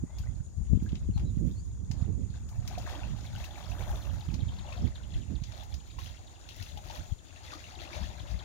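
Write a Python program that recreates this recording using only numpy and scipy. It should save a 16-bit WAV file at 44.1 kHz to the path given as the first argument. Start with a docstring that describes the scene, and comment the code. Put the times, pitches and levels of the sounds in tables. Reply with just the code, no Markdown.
"""Wind rumbles and thumps as gusts buffet the two microphone ports in turn.
Water buffalo wallow in a pond some way off: heaving and wading bodies drive surges of ringing
bubbles and spray, and water pours back with slaps and plops. A small bird slurs a few notes,
then repeats a quick two-note chip. Insects hiss in the fields."""
import sys
import numpy as np
from scipy import signal
from scipy.fft import rfft, irfft, next_fast_len
from scipy.io import wavfile
from scipy.ndimage import map_coordinates

SR = 44100
rng = np.random.default_rng(int(sys.argv[2]) if len(sys.argv) > 2 else 0)


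def master_out(mix):
    """Clip the mix to full scale and print it as 16-bit PCM to the path in sys.argv[1]."""
    frames = np.transpose(np.atleast_2d(mix))
    ceiling = np.clip(frames, -1, 1)
    pcm = np.round(ceiling * 32767).astype(np.int16)
    wavfile.write(sys.argv[1], SR, pcm)


N = 372204

# fine spray spectrum: freq_hz, level_db
SPRAY_SPECTRUM = [(3000, -38), (6000, 8.5), (8000, -10), (9500, -1), (12000, -2.5), (14200, -0.5),
                  (15800, -5)]


def wind():
    """Each port has its own lumpy rumble; more swirl breaks it into finer, brighter eddies."""
    # spectra: freq_hz, level_db
    rumble_spectrum = [(12, -37), (25, -21.5), (45, -1), (62, 2.5), (100, -2), (150, -13), (220, -20),
                       (350, -47.5), (600, -79)]
    eddy_spectrum = [(50, -30), (110, -4), (180, 0.5), (280, -6.5), (400, -16.5), (600, -29), (1200, -95)]
    # single eddies hitting one port: centre_s, level_db, pitch_hz, port (0 left, 1 right)
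    buffets = [(0.039, -16, 171, 1), (0.205, -20, 71.4, 0), (0.407, -18, 84, 1), (0.734, -26, 370, 0),
               (0.735, -6, 131, 0), (0.775, -16.5, 167, 0), (0.826, -16, 146, 1), (0.932, -16.5, 162, 1),
               (1.091, -17.5, 188, 1), (1.101, -14.5, 102, 0), (1.162, -13.5, 100, 0), (1.248, -19, 74, 1),
               (1.373, -16.5, 130, 1), (1.477, -14, 134, 1), (1.907, -16.5, 118, 1), (2.026, -11.5, 92, 1),
               (2.303, -20, 89, 1), (2.592, -16, 74, 1), (4.29, -16.5, 117, 1), (4.34, -19.5, 135, 1),
               (4.432, -18, 90.5, 1), (4.841, -26, 91, 1), (5.162, -18, 72.5, 0), (5.421, -19.5, 105, 1),
               (7.125, -15.5, 73.5, 0), (8.016, -21, 80, 0)]
    flow_db, swirl_db = air_flow()
    lumps = np.array([wobble(22), wobble(22)])
    rumble = amp(flow_db + 2) * unit(amp(2 * lumps) * coloured(noise(), rumble_spectrum))
    eddy_db = -46 + 1.77 * (swirl_db + 35) + np.array([[-5], [1]])
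    eddies = amp(eddy_db) * unit(amp(5.5 * lumps) * coloured(noise(), eddy_spectrum))
    ports = rumble + eddies
    t = np.arange(-SR // 28, SR // 28) / SR
    for centre_s, level_db, pitch_hz, port in buffets:
        turns = np.arcsinh(t * pitch_hz * 2.965) / 2.07  # steep middle, slow flanks
        pressure = np.sin(2 * np.pi * turns + rng.uniform(0, 2 * np.pi)) * np.exp(-(turns / 0.71) ** 2)
        add(ports[int(port)], centre_s + t[0], amp(level_db - 3) * pressure)
    return ports


def air_flow():
    """Flow and swirl per port in dB: bell-shaped gusts, smooth or turbulent, ride on the breeze."""
    # breeze: time_s, left_db, right_db
    breeze = [(0, -42, -45.5), (.5, -45.5, -44.5), (.7, -36.5, -43), (1.25, -38, -34), (1.75, -40, -35.5),
              (2.2, -43.5, -41.5), (2.6, -41, -39.5), (3.55, -50, -42.5), (4.2, -43.5, -40),
              (4.6, -39, -40.5), (5.05, -42.5, -41.5), (5.35, -51, -36), (5.85, -49.5, -48.5),
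              (6.45, -54, -52.5), (6.75, -43.5, -50), (7.25, -50.5, -58), (7.6, -49.5, -53),
              (8.44, -41, -49)]
    # gusts: centre_s, length_s, level_db, swirl_relative_db, port (0 left, 1 right)
    gusts = [(0.039, 0.038, -30.5, 0.5, 1), (0.285, 0.17, -32.5, -3, 1), (.6, 0.076, -30.5, -10, 0),
             (0.747, 0.07, -19.5, -4.5, 0), (.89, 0.093, -32, 1, 1), (1.132, 0.15, -30, -1.5, 0),
             (1.453, 0.1, -29.5, 3.5, 1), (2.11, 0.3, -32.5, 0, 1), (2.645, 0.082, -29.5, -17, 1),
             (3.157, 0.13, -32, -3.5, 1), (3.368, 0.11, -35.5, -5, 0), (3.848, 0.28, -33.5, -7, 1),
             (3.93, 0.086, -34.5, -8, 0), (4.13, 0.083, -31.5, -8, 1), (4.394, 0.19, -29.5, -2.5, 1),
             (4.837, 0.065, -26.5, 1, 1), (5.148, 0.1, -33.5, -2.5, 1), (5.317, 0.037, -29.5, 1, 1),
             (5.736, 0.072, -34.5, -4.5, 1), (6.01, 0.14, -35, -3, 1), (6.617, 0.032, -33.5, -7, 0),
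             (7.0, 0.03, -29.5, -2, 1), (8.049, 0.097, -32, -10, 0), (8.328, 0.044, -32, 0, 0)]
    t = np.arange(N) / SR
    flow = amp(curves(breeze)) ** 2
    swirl = flow.copy()
    for centre_s, length_s, level_db, swirl_relative_db, port in gusts:
        gust = amp(level_db) ** 2 * np.exp(-(2 * (t - centre_s) / length_s) ** 2)
        flow[int(port)] += gust
        swirl[int(port)] += gust * amp(swirl_relative_db) ** 2
    return 10 * np.log10(flow), 10 * np.log10(swirl)


def water():
    """Mid and side: wading bodies gulp big bubbles, falling water makes small ones, spray crackles."""
    # spectra: freq_hz, level_db
    slosh_spectrum = [(120, -31), (230, 2), (340, -3.5), (440, -14), (570, -2), (800, 0), (1100, -3.5),
                      (1600, -3), (2300, -6.5), (5000, -61)]
    splash_spectrum = [(700, -28), (1400, -5.5), (2000, -4), (2350, -7), (2700, -2.5), (3000, -8.5),
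                       (3400, -1), (4200, -2.5), (5200, -5), (6700, -6.5), (7600, -19), (10000, -18.5),
                       (15000, -41)]
    slosh_db, splash_db, spray_db = water_motion()
    churn = wobble(28)
    big = bubbles(per_s=450, centre_hz=785.4, spread=1.118, cycles=8.85, scatter_db=2.5, samples=1400)
    slosh = coloured(big + noise(), slosh_spectrum)
    small = bubbles(per_s=800, centre_hz=3244, spread=1.065, cycles=23, scatter_db=4, samples=500)
    splash = coloured(small + 1.47 * noise(), splash_spectrum)
    fine = bubbles(per_s=1500, centre_hz=10500, spread=0.99, cycles=0.9, scatter_db=3, samples=60)
    spray = coloured(fine + 0.5 * noise(), SPRAY_SPECTRUM)
    return (amp(slosh_db - 0.5) * unit(slosh * amp(0.78 * churn + wobble(15)))
            + amp(splash_db - 5.5) * unit(splash * amp(2 * churn))
            + amp(spray_db + 1.5) * unit(spray * amp(2.4 * churn)))


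def water_motion():
    """Slosh, splash and spray in dB: each surge crests, then drains into the herd's general stir."""
    # stir between surges: time_s, level_db
    stir = [(0.0, -73), (0.73, -71.5), (0.91, -69), (1.74, -75.5), (2.61, -67.5), (2.72, -55), (2.87, -57),
            (3.15, -57.5), (3.81, -54.5), (4.28, -60), (4.63, -55.5), (5.31, -65), (5.66, -72), (5.99, -61),
            (6.82, -59), (7.29, -85), (7.64, -54), (8.44, -53)]
    # shares of the stir: slosh_db, splash_db, spray_db
    shares_db = [-2.5, 1.5, -20.5]
    # a body heaves or wades: crest_s, rise_s, fall_s, slosh_db, splash_db, spray_db
    surges = [(.1, .5, 0.48, -66.5, -84, -89), (.2, 0.12, 0.42, -67, -63, -79),
              (.92, 0.33, 0.35, -66, -64.5, -83), (1.19, 0.051, 0.07, -61, -66, -83),
              (1.48, 0.51, 0.27, -71.5, -65, -77), (2.02, 0.22, 0.18, -60, -60.5, -82),
              (2.36, 0.11, 0.034, -68.5, -57, -92), (2.52, 0.25, 0.35, -63.5, -83, -77),
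              (2.73, 0.14, 0.068, -53.5, -55, -75), (2.91, 0.1, 0.17, -45, -45, -64),
              (3.45, 0.39, 0.31, -57, -52, -67), (3.87, 0.46, 0.45, -49, -57, -61.5),
              (4.76, 0.46, 0.29, -53.5, -64, -80), (5.17, 0.1, 0.18, -60.5, -54, -75),
              (5.6, 0.31, 0.31, -56.5, -52.5, -69), (6.07, 0.17, 0.093, -68, -50, -66),
              (6.64, 0.31, 0.17, -84, -50, -67), (6.96, 0.28, 0.26, -53, -49.5, -64),
              (7.52, 0.39, 0.31, -54.5, -49, -71), (7.95, 0.15, 0.17, -47, -43.5, -67)]
    depth_db, roundness = 17.5, 1.25
    t = np.arange(N) / SR
    power = amp(curves(stir) + np.array(shares_db)[:, None]) ** 2
    for crest_s, rise_s, fall_s, *layers_db in surges:
        from_crest = np.maximum((crest_s - t) / rise_s, (t - crest_s) / fall_s)
        envelope = amp(-depth_db * np.minimum(from_crest, 10) ** roundness)
        power += np.outer(amp(layers_db), envelope) ** 2
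    return 10 * np.log10(power)


def slaps():
    """Mid and side: falling water smacks, trapped air resonates, mist lifts, big bubbles plop."""
    # smack spectrum: freq_hz, level_db
    smack_spectrum = [(300, -20), (800, -1), (1500, -3.5), (2700, 2.5), (4000, 2.5), (6500, -1.5),
                      (7800, -10.5), (15000, -26)]
    # water hitting the surface: start_s, level_db, mist_relative_db, tone_hz
    impacts = [(0.184, -42, -15.5, 5000), (0.83, -55, -8, 8000), (0.89, -44.5, -32, 3000),
               (0.9183, -48.5, -30, 3200), (0.9537, -40.5, -35, 3020), (1.1757, -39, -36, 1000),
               (1.195, -45, -24, 2200), (1.9127, -35.5, -29, 6500), (2.4886, -46, -16, 6050),
               (2.6753, -33, -18.5, 6200), (2.7814, -38.5, -17, 5500), (2.8654, -55, -12, 6000),
               (2.8933, -36, -24, 1600), (3.4424, -38, -16, 2600), (4.3402, -36, -29, 5800),
               (4.727, -42, -32, 2600), (5.437, -37, -40, 6000), (5.5204, -37, -36, 1200),
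               (5.633, -46.5, -14, 5000), (5.74, -38, -22, 5540), (5.874, -46, -24, 1000),
               (5.9883, -37.5, -23, 1000), (6.4886, -37.5, -24, 3520), (6.561, -49, -9, 3500),
               (6.6243, -37.5, -18, 4530), (6.773, -39, -20, 3340), (6.897, -39, -28, 3500),
               (6.908, -36, -42, 950), (7.5353, -43.5, -24, 1200), (7.7, -53, -24, 1000)]
    # big bubbles: time_s, pitch_hz, level_db
    plops = [(0.24, 1430, -47), (0.275, 1940, -44.5), (0.867, 1570, -41.5), (1.177, 800, -39.5),
             (2.715, 730, -34), (2.781, 678, -26), (2.868, 1600, -37), (2.895, 1722, -36),
             (2.904, 880, -37), (3.038, 2600, -34.5), (3.355, 1430, -37.5), (3.444, 2550, -36),
             (3.905, 790, -33), (4.728, 2470, -32.5), (4.782, 676, -35), (5.99, 1010, -33),
             (6.777, 775, -34), (6.905, 850, -31), (7.537, 1150, -29.5)]
    tone_db, half_width_octaves = 7.5, 0.56
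    smack_attack_s, mist_attack_s = 0.00082, 0.0042
    hits, mist_gain = np.zeros((2, N)), np.zeros(N)
    body, mist = coloured(noise(), smack_spectrum), coloured(noise(), SPRAY_SPECTRUM)
    t = np.arange(SR // 8) / SR
    decay = amp(-60 * t / 0.039) + 0.073 * amp(-60 * t / 0.13)
    smack = (1 - np.exp(-t / smack_attack_s)) * decay
    puff = (1 - np.exp(-t / mist_attack_s)) * decay
    for start_s, level_db, mist_relative_db, tone_hz in impacts:
        tone = lambda hz: amp(tone_db * np.exp(-(np.log2((hz + 1) / tone_hz) / half_width_octaves) ** 2))
        burst = body[:, int(start_s * SR):][:, :len(t)]
        add(hits, start_s, amp(level_db - 10.5) * smack * filtered(burst, tone))
        add(mist_gain, start_s, amp(level_db + mist_relative_db + 8.5) * puff)
    for time_s, pitch_hz, level_db in plops:
        plop = bubble(t, pitch_hz, cycles=17 * np.sqrt(pitch_hz / 1000), rise=0.14)
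        add(hits[0], time_s - 0.004, amp(level_db - 3.5) * plop)
    return hits + mist_gain * mist


def bubbles(per_s, centre_hz, spread, cycles, scatter_db, samples):
    """Mid and side: a random stream of bubbles of mixed pitch and strength."""
    onset, up, down, chance, angle = np.hsplit(rng.random((int(per_s * N / SR), 5)), 5)
    pitch_hz = np.minimum(centre_hz * np.exp(spread * (up - down)), SR / 3)
    strength = amp(-scatter_db * np.log(np.maximum(chance, np.exp(-4))))
    mid = strength * bubble(np.arange(samples) / SR, pitch_hz, cycles, rise=0.25)
    side = mid * np.cos(2 * np.pi * angle)
    index = (onset * N).astype(int) + np.arange(samples)
    return np.array([unit(np.bincount(index.ravel(), rings.ravel(), N)[:N]) for rings in (mid, side)])


def bubble(t, pitch_hz, cycles, rise):
    """A bubble rings for some cycles, rising in pitch as it nears the surface."""
    age = t * pitch_hz / cycles
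    ring = np.sin(2 * np.pi * cycles * (age + rise * age ** 2 / 2))
    return ring * np.exp(-3 * age) * (1 - np.exp(-2 * t * pitch_hz))


def pond_to_ports(mid_side):
    """Mid and side to left and right: bass alike at both ports, the left louder and slightly earlier."""
    # likeness of the ports: freq_hz, correlation
    likeness = [(200, 1), (700, 1), (1400, 0.48), (3000, 0.16), (6000, 0.6), (12000, 0.063)]
    # left over right: freq_hz, level_db
    balance = [(200, 2.7), (700, 7.1), (1300, 4.4), (1900, 6.7), (2500, 11.8), (4000, 7.6), (6000, 11),
               (8500, 1.3), (11500, 6.4), (15000, 20)]
    # left ahead of right: time_s, lead_s
    lead = [(3.9, 0.00012), (5.0, 0.00031)]
    side_gain = lambda hz: np.tan(np.arccos(np.clip(along(likeness, hz), -0.5, 1)) / 2)
    left_share = lambda hz: 1 / (1 + amp(-along(balance, hz)))
    mid, side = mid_side[0], filtered(mid_side[1], side_gain)
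    left = filtered(mid + side, lambda hz: 2 * left_share(hz))
    right = filtered(mid - side, lambda hz: 2 * (1 - left_share(hz)))
    shift_samples = curves(lead)[0] * SR / 2
    return np.array([map_coordinates(left, [np.arange(N) + shift_samples], order=5),
                     map_coordinates(right, [np.arange(N) - shift_samples], order=5)])


def bird():
    """Thin whistles, husky with pitch noise: evenly paced pairs of falling chips and softer slurs."""
    # runs of calls: first_s, last_s, level_db
    runs = [(3.263, 4.205, -48.5), (4.402, 5.136, -48), (5.352, 6.271, -52), (6.5, 6.688, -50.5),
            (7.183, 7.366, -57), (7.749, 7.945, -48.5), (8.192, 8.389, -47.5)]
    # the two chips of a call: delay_s, relative_db, start_hz
    call = [(0, 1.5, 4615), (0.078, -3.5, 4110)]
    # slurred notes: start_s, length_s, start_hz, middle_hz, end_hz, level_db
    slurs = [(0.048, .16, 1850, 2094, 2120, -67), (0.115, 0.14, 3300, 3370, 2800, -63),
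             (1.129, 0.062, 4050, 4200, 3500, -56.5), (1.24, .08, 3550, 4000, 3250, -60.5),
             (1.552, 0.069, 4200, 4500, 4900, -60), (1.66, 0.35, 5730, 6050, 6350, -72)]
    period_s, chip_s, fall_ratio = 0.19, 0.0149, 0.64
    song = np.zeros(N)
    u = np.linspace(0, 1, int(chip_s * SR))
    for first_s, last_s, level_db in runs:
        for call_s in np.linspace(first_s, last_s, round((last_s - first_s) / period_s) + 1):
            for delay_s, relative_db, start_hz in call:
                pitch_hz = start_hz * rng.normal(1, 0.02) * fall_ratio ** u
                chip = np.abs(np.sin(np.pi * u)) ** 0.38 * whistle(pitch_hz, husk=0.23)
                add(song, call_s + delay_s, amp(level_db + relative_db + rng.normal(0, 1)) * chip)
    for start_s, length_s, *contour_hz, level_db in slurs:
        u = np.linspace(0, 1, int(length_s * SR))
        pitch_hz = np.polyval(np.polyfit([0, 0.5, 1], contour_hz, 2), u)
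        add(song, start_s, amp(level_db) * np.sin(np.pi * u) * whistle(pitch_hz, husk=0.15))
    return song * amp([[0], [-7]])


def whistle(pitch_hz, husk):
    """A sine glide with relative pitch noise."""
    rough_hz = pitch_hz * (1 + husk * rng.standard_normal(len(pitch_hz)))
    return np.sin(2 * np.pi * np.cumsum(rough_hz) / SR)


def banks(x, t60_s, wet_db):
    """Banks and bushes scatter a short, weak echo."""
    t = np.arange(SR // 2) / SR
    tail = rng.standard_normal((2, len(t))) * amp(-60 * t / t60_s) * (t > 0.008)
    return x + amp(wet_db) * signal.fftconvolve(x, tail / np.linalg.norm(tail[0]), axes=1)[:, :N]


def fields():
    """Open-air hush and a steady, finely shimmering insect chorus."""
    # spectra: freq_hz, level_db
    hush_spectrum = [(60, -25), (300, 5), (450, -2.5), (650, -10), (1200, -12), (2500, -38.5), (5000, -18),
                     (8000, -24), (11000, -31), (15800, -35)]
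    insect_spectrum = [(4500, -37), (5900, -15.5), (6450, -7), (6750, 0.5), (6900, 3), (7100, -5),
                       (7450, -18), (8300, -14), (9300, -15.5), (10300, -30.5), (13000, -47)]
    hush = amp([[-61], [-69]]) * coloured(noise(), hush_spectrum)
    chorus = amp([[-62.5], [-65]]) * coloured(noise(), insect_spectrum)
    shimmer_db = 1.7 * wobble(45) + 0.69 * wobble(2.47)
    return hush + chorus * amp(shimmer_db)


def amp(db):
    return 10 ** (np.asarray(db) / 20)


def unit(x):
    return x / np.sqrt(np.mean(x ** 2) + 1e-20)


def along(points, hz):
    """Interpolate (freq_hz, value) points on a log axis."""
    freq_hz, values = np.transpose(points)
    return np.interp(np.log(hz + 1), np.log(freq_hz + 1), values)


def curves(rows):
    """One value per sample for each column after time_s."""
    time_s, *columns = np.transpose(rows)
    return np.array([np.interp(np.arange(N) / SR, time_s, column) for column in columns])


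def wobble(knots_per_s):
    """A smooth random curve."""
    knots = rng.standard_normal(int(N * knots_per_s / SR) + 4)
    return map_coordinates(knots, [np.arange(N) * knots_per_s / SR])


def filtered(x, response):
    """Apply the gain response(hz)."""
    size = x.shape[-1]
    padded = next_fast_len(size + 8192)
    return irfft(rfft(x, padded) * response(np.fft.rfftfreq(padded, 1 / SR)), padded)[..., :size]


def coloured(x, spectrum):
    """x shaped by a spectrum, at rms 1."""
    return unit(filtered(x, lambda hz: amp(along(spectrum, hz))))


def noise():
    return rng.standard_normal((2, N))


def add(track, start_s, sound):
    start = int(np.clip(round(start_s * SR), 0, N - 1))
    track[..., start:start + sound.shape[-1]] += sound[..., :N - start]


def scene():
    pond = pond_to_ports(water() + slaps())
    return banks(pond + bird(), t60_s=0.15, wet_db=-7.5) + fields() + wind()


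def record(dry):
    """The camera keeps nothing above its band limit."""
    return filtered(dry, lambda hz: hz < 15850)


dry = scene()
out = record(dry)
master_out(out)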